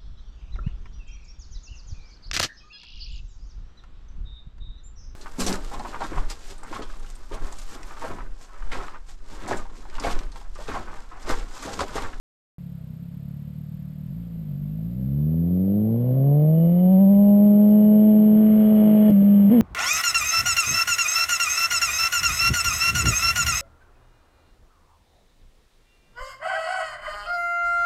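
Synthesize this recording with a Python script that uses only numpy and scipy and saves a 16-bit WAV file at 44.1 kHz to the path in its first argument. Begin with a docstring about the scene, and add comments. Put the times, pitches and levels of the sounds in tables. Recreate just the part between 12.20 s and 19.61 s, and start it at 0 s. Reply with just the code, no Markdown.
"""On a moving four-cylinder sports motorcycle, heard from inside the sealed case of a small camera.
The engine idles, pulls away, revs up to a steady high note, then drops back with brief dips and one last blip.
Waves at multiples of the firing rate make the deep note; more waves and shaped noise make throb, bark and rasp.
The case sizzles, its mount ticks, and noise makes the buffeting air, short low thumps and the steady hiss.
Holding each 12 kHz sample adds a faint high whine, a mirror image of the engine."""
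import sys
import numpy as np
from scipy import signal
from scipy.fft import rfft, irfft, next_fast_len
from scipy.io import wavfile
from scipy.ndimage import uniform_filter1d

SR = 44100
rng = np.random.default_rng(int(sys.argv[2]) if len(sys.argv) > 2 else 0)


def unload_wav(signal):
    """Save mono or channel-first audio to the path in sys.argv[1] as 16-bit WAV at rate SR, clipped to [-1, 1]."""
    wavfile.write(
        sys.argv[1],
        SR,
        np.round(np.clip(np.atleast_2d(signal).T, -1, 1) * 32767).astype(np.int16),
    )


N = 326781
TIME = np.arange(N) / SR  # [s]


def undb(db):
    """Turn decibels into a gain."""
    return 10 ** (np.asarray(db) / 20)


def curves(table):
    """Join each column of a table by straight lines in time."""
    s, *columns = np.transpose(table)
    return [np.interp(TIME, s, column) for column in columns]


def unit(x):
    """Scale to an rms (average strength) of 1."""
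    return x / np.sqrt(np.mean(x ** 2))


def colour(x, points):
    """Filter by an outline of (frequency [Hz], relative level [dB]); white noise keeps its power."""
    size = next_fast_len(N + 4096)
    hz, db = np.transpose(points)
    octave = np.log2(np.maximum(np.arange(size // 2 + 1) * SR / size, 1))
    below = np.maximum(np.log2(hz[0]) - octave, 0)
    above = np.maximum(octave - np.log2(hz[-1]), 0)
    # beyond both ends the outline falls by a further 30 dB per octave
    gain = undb(np.interp(octave, np.log2(hz), db) - 30 * (below + above))
    return irfft(rfft(x, size) * unit(gain), size)[:N]


def noise(points):
    """Coloured noise with an rms near 1."""
    return colour(rng.standard_normal(N), points)


def walk(rate):
    """Wander at random, sliding to a new level `rate` times a second; the rms is 1."""
    k = max(int(SR / rate), 1)
    steps = np.repeat(rng.standard_normal(N // k + 1), k)[:N]
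    return unit(uniform_filter1d(steps, k))


def bump(s, half):
    """A smooth swell around time s."""
    return np.exp(-((TIME - s) / half) ** 2)


def idling(hz):
    """1 at idle, fading quickly as the revs rise."""
    idle_hz = 37.03
    return np.minimum(idle_hz / hz, 1) ** 4


def firing_rate():
    """Firings per second: the rider's speed curve and last blip, brief wobbles, hunting at idle."""
    # engine speed before the changes below: (time [s], firing rate [Hz])
    speed = [(0.4, 34.37), (0.75, 32.52), (0.9, 36.56), (1.83, 37.23), (1.98, 58.3), (2.2, 54.6),
             (2.33, 46.88), (2.624, 54.8), (3.429, 94.5), (3.69, 111.3), (4.018, 136.3), (4.69, 186),
             (4.984, 201.9), (5.7, 211.9), (6.22, 215), (6.895, 211.8), (6.96, 197), (7.112, 203.2),
             (7.295, 199.5)]
    # the pitch wobbles briefly: (time of a crest [s], half length [s], share of speed [0-1])
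    wobbles = [(2.78, .13, .033), (3.96, .1, .014), (4.82, .16, .019)]
    wobble_hz = 9.8
    blip_s, blip_hz, rise_s, fall_s = 7.297, 52.8, .04, .1  # a last flick of the throttle
    hz, = curves(speed)
    hz = hz + np.interp(TIME, blip_s + np.cumsum([0, rise_s, fall_s]), [0, blip_hz, 0])
    wobble = 0
    for s, half, share in wobbles:
        wobble = wobble + share * bump(s, half) * np.cos(2 * np.pi * wobble_hz * (TIME - s))
    hunting = .025 * idling(hz) * walk(14)  # near idle the speed hunts at random
    return hz * (1 + wobble + hunting)


def engine(hz):
    """Firings drive the deep note, a throb and bark of gas in the pipe, and a rasp in the camera case."""
    # the rough part, before mixing: (time [s], exhaust gas level [dB], valve gear and wind level [dB])
    rough = [(0.4, -68, -90), (1.75, -65, -90), (2.06, -60, -75), (2.55, -56, -75.5), (3.05, -49, -76),
             (3.85, -38, -65.5), (4.5, -39, -63.5), (4.8, -41.5, -59.5), (5.1, -38, -59.5), (6.1, -36, -55),
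             (6.45, -34.5, -48.5), (6.89, -32.5, -46.5), (6.94, -39.5, -52.5), (7.28, -38, -52),
             (7.33, -31.5, -44.5), (7.405, -35, -47)]
    # moments when the note dips briefly and a thump is heard:
    # (time [s], half length [s], share of the note lost [0-1], thump level [dB])
    dips = [(6.903, .005, 0, -16), (6.914, .005, .5, -26), (7.028, .012, .2, -24.5),
            (7.303, .005, .75, -23), (7.348, .004, .25, -27)]
    # colour of the throb: (frequency [Hz], relative level [dB])
    boom_colour = [(40, -24.5), (90, -15), (135, -7.5), (170, 2.5), (210, -4), (255, -13.5), (330, -31),
                   (500, -43.5)]
    # colour of the bark: (frequency [Hz], relative level [dB])
    bark_colour = [(250, -6), (330, 0), (420, -7.5), (530, 1), (600, -3.5), (680, -7.5), (740, -15),
                   (850, -20), (950, -23.5), (1060, -22.5), (1250, -32.5), (1500, -42.5)]
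    # colour of the rasp in the case: (frequency [Hz], relative level [dB])
    case_colour = [(600, -6.5), (1000, -1.5), (1450, -3.5), (1750, -3.5), (2200, -1.5), (2650, -8),
                   (2970, 1), (3130, -5), (3300, -1), (3550, -15.5), (4200, -19), (5500, -27)]
    gas_db, rasp_db = curves(rough)
    phase = 2 * np.pi * np.cumsum(hz * (1 + .002 * walk(22))) / SR  # the crank speed wanders slightly
    note = exhaust_note(hz, phase, pipe_hz=143.5, pipe_q=1.6)
    lines = buzz(hz, phase, quarter_db=-13, waver_db=3)

    # the pipe throbs even at idle and grows more slowly than the bark
    throb_db = -38 + 0.41 * (gas_db + 40.5) + 0.051 * (rasp_db + 59.5)
    throb = undb(throb_db) * (0.82 * colour(lines, boom_colour) + 1.1 * noise(boom_colour))

    puffs = unit(1 + .5 * np.cos(phase))  # gas leaves once per firing
    bark = undb(gas_db) * (0.74 * colour(lines, bark_colour) + 0.7 * puffs * noise(bark_colour))

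    clatter = unit(1 + 0.19 * np.cos(phase / 4) + 0.1 * walk(90))  # valve gear repeats every four firings
    rasp = undb(rasp_db - 1.5) * (0.77 * colour(lines, case_colour) + clatter * noise(case_colour))

    # a short low thump at each listed moment; the note may dip with it
    thump = noise([(130, -4.5), (200, -6.5), (270, -6.5), (400, -20.5), (580, -11), (800, -55.5)])
    for s, half, lost, db in dips:
        swell = bump(s, half)
        note = note * (1 - lost * swell) + undb(db) * swell * thump
    return note + throb + bark + rasp


def exhaust_note(hz, phase, pipe_hz, pipe_q):
    """Low multiples (orders) of the firing rate, coloured and delayed by the pipe; slow firings thud apart."""
    # how hard the engine pulls: (time [s], level of the note [dB], brightness [dB per octave of order])
    effort = [(0.4, -36.5, 1.5), (1.85, -34, 2.5), (1.92, -31, -2), (2.06, -33.5, -2.7), (2.45, -29, -2.5),
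              (2.72, -29, -1.5), (2.98, -21.5, .5), (3.58, -19, 2.5), (3.82, -21, 2.9), (4.12, -15, 5.7),
              (4.55, -15.5, 3.3), (4.78, -12.5, 5), (5.9, -12.5, 1), (6.4, -13.5, 0.8), (6.89, -13, 4),
              (6.94, -12.5, -2)]
    # resonances of pipe and case that every order sweeps through: (frequency [Hz], relative level [dB])
    resonances = [(35, -20), (65, -4), (100, -8), (142, 6), (200, 0), (250, -10.5), (320, -21), (390, -24),
                  (440, -21), (510, -21.5), (650, -26.5), (740, -33), (850, -42.5), (1050, -53.5),
                  (1400, -66)]
    # shape of each firing pulse, one entry per order from 1 up: (relative level [dB])
    pulse_db = [0, 0, 2, 0, -1.5, -6, -6]
    # where one order changes level: (order, firing rate [Hz], half width [Hz], change [dB])
    hollows = [(2, 196, 12, -10), (3, 73, 6, -4), (3, 122, 12, -4), (5, 112, 16, -6), (5, 170, 16, -14)]
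    level_db, brightness = curves(effort)
    order = np.arange(1, len(pulse_db) + 1)[:, None]
    points_hz, points_db = np.transpose(resonances)
    pipe_db = np.interp(np.log(order * hz), np.log(points_hz), points_db)
    hollow_db = 0
    for hollow_order, at_hz, half_hz, db in hollows:
        nearness = np.exp(-((hz - at_hz) / half_hz) ** 2)
        hollow_db = hollow_db + db * (order == round(hollow_order)) * nearness
    waver = .8 * np.array([walk(5) for _ in order])  # upper orders waver: dB per octave of order
    tilt_db = (brightness + waver) * np.log2(order)
    gain = undb(np.c_[pulse_db] + tilt_db + pipe_db + hollow_db)
    share = gain / np.sqrt(np.sum(gain ** 2, axis=0))  # the orders share one overall level
    lag = 2 * np.arctan(pipe_q * (order * hz / pipe_hz - pipe_hz / (order * hz)))
    waves = np.sum(share * np.cos(order * phase - lag), axis=0)
    lumps_db = 1.2 * idling(hz) * walk(30)  # idle firings differ in strength
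    note = np.sqrt(2) * undb(level_db + lumps_db) * waves
    return note * (1 + .03 * walk(110))  # small differences in strength at every speed


def buzz(hz, phase, quarter_db, waver_db):
    """Weaker orders; cylinders firing unequally put half and quarter orders between the whole ones."""
    # whole and half orders before wavering: (multiple of the firing rate, relative level [dB])
    weak_orders = [(1.5, -5.5), (2.5, -5.5), (3.5, -1), (4.5, -3), (5.5, -3), (6, 0), (6.5, -3.5), (7, 0.5),
                   (7.5, -4), (8, -7), (8.5, -3), (9, -12), (10, -10.5), (11, -11), (11.5, -5.5),
                   (13, -3.5), (14, -1), (15.5, -5.5)]
    lines = 0
    for order, db in weak_orders:
        lines = lines + undb(db + waver_db * walk(6.2)) * np.cos(np.round(2 * order) / 2 * phase)
    quarters = 0
    for k in range(1, 30):
        quarters = quarters + np.cos((k + .5) * phase / 2 + rng.uniform(0, 2 * np.pi))
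    lines = lines + undb(quarter_db + waver_db * walk(11)) * quarters
    return lines * np.sqrt(4 * hz / SR)  # the same power per Hz at every speed


def case_rattle(hz, phase, panel_hz, width_hz, db):
    """The case sizzles briefly as the firing rate sweeps through one of its resonances."""
    shake = np.exp(-((hz - panel_hz) / width_hz) ** 2)
    puffs = 1 + 0.42 * np.cos(phase)  # shaken once per firing
    sizzle = noise([(1700, -15), (2050, -1), (2600, -19), (2950, 5.5), (3300, -12)])
    return undb(db) * shake * puffs * sizzle


def mount_ticks(hz, decay_s):
    """The shaken camera mount ticks at high revs; each tick dies within a few milliseconds."""
    # the loudest ticks, before they are turned to coloured noise: (time [s], strength [dB])
    loud_ticks = [(4.732, -52), (4.9642, -52), (5.0409, -52), (5.0942, -49.5), (5.2723, -50.5),
                  (5.4228, -51.5), (5.4908, -51), (5.51, -50), (6.9049, -45), (6.974, -52)]
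    # fainter ticks come at random, 8 a second on average, while the firing rate is above 190 Hz
    loose = (rng.random(N) < 8 / SR) & (hz > 190)
    struck = loose * undb(-54 + 1.5 * rng.standard_normal(N))
    for s, strength_db in loud_ticks:
        struck[int(s * SR)] = undb(strength_db)
    tails = signal.lfilter([1], [1, -np.exp(-1 / (decay_s * SR))], struck)
    return colour(tails * rng.standard_normal(N), [(700, -1.5), (3000, -1), (5600, 2)])


def buffet(hz, db):
    """Air buffets the case in random gusts, a little harder at high revs."""
    gusts = undb(2.5 * walk(7))
    strength = (hz / hz.max()) ** 0.22
    return undb(db) * gusts * strength * noise([(20, -4), (45, -2.0), (90, 0.5), (140, -11)])


def steady_hiss(db):
    """Unchanging noise coloured by the hollow murmur of the case."""
    # colour of the hiss: (frequency [Hz], relative level [dB])
    hiss_colour = [(30, 13), (300, 6.5), (450, 10), (525, 10.5), (585, 7.5), (660, 13.5), (730, 3),
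                   (1000, 2), (2000, -2), (4000, -4.5), (5500, -9)]
    return undb(db) * noise(hiss_colour)


def scene():
    """The engine, rattling case, ticking mount and wind over a steady hiss."""
    hz = firing_rate()
    motor = engine(hz)
    rattle_phase = 2 * np.pi * np.cumsum(hz) / SR
    rattle = case_rattle(hz, rattle_phase, panel_hz=173.2, width_hz=15, db=-61.0)
    ticks = mount_ticks(hz, decay_s=.001)
    return (motor + rattle + ticks + buffet(hz, db=-49) + steady_hiss(db=-61.0))[None]


def record(dry):
    """Start abruptly and hold each 12 kHz sample, which mirrors the engine as a whine around 12 kHz."""
    start_s, top_hz = .3826, 15300
    running = np.clip((TIME - start_s) / .0005, 0, 1)
    slow = signal.resample_poly(dry * running, 40, 147, axis=1)  # down to 12 kHz
    held = np.repeat(slow, 4, axis=1)  # each sample held for four steps at 48 kHz
    held = signal.resample_poly(held, 147, 160, axis=1)[:, :N]  # back to SR
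    low_pass = signal.ellip(10, .2, 80, top_hz, fs=SR, output="sos")
    return signal.sosfilt(low_pass, held)


dry = scene()
out = record(dry)
unload_wav(out)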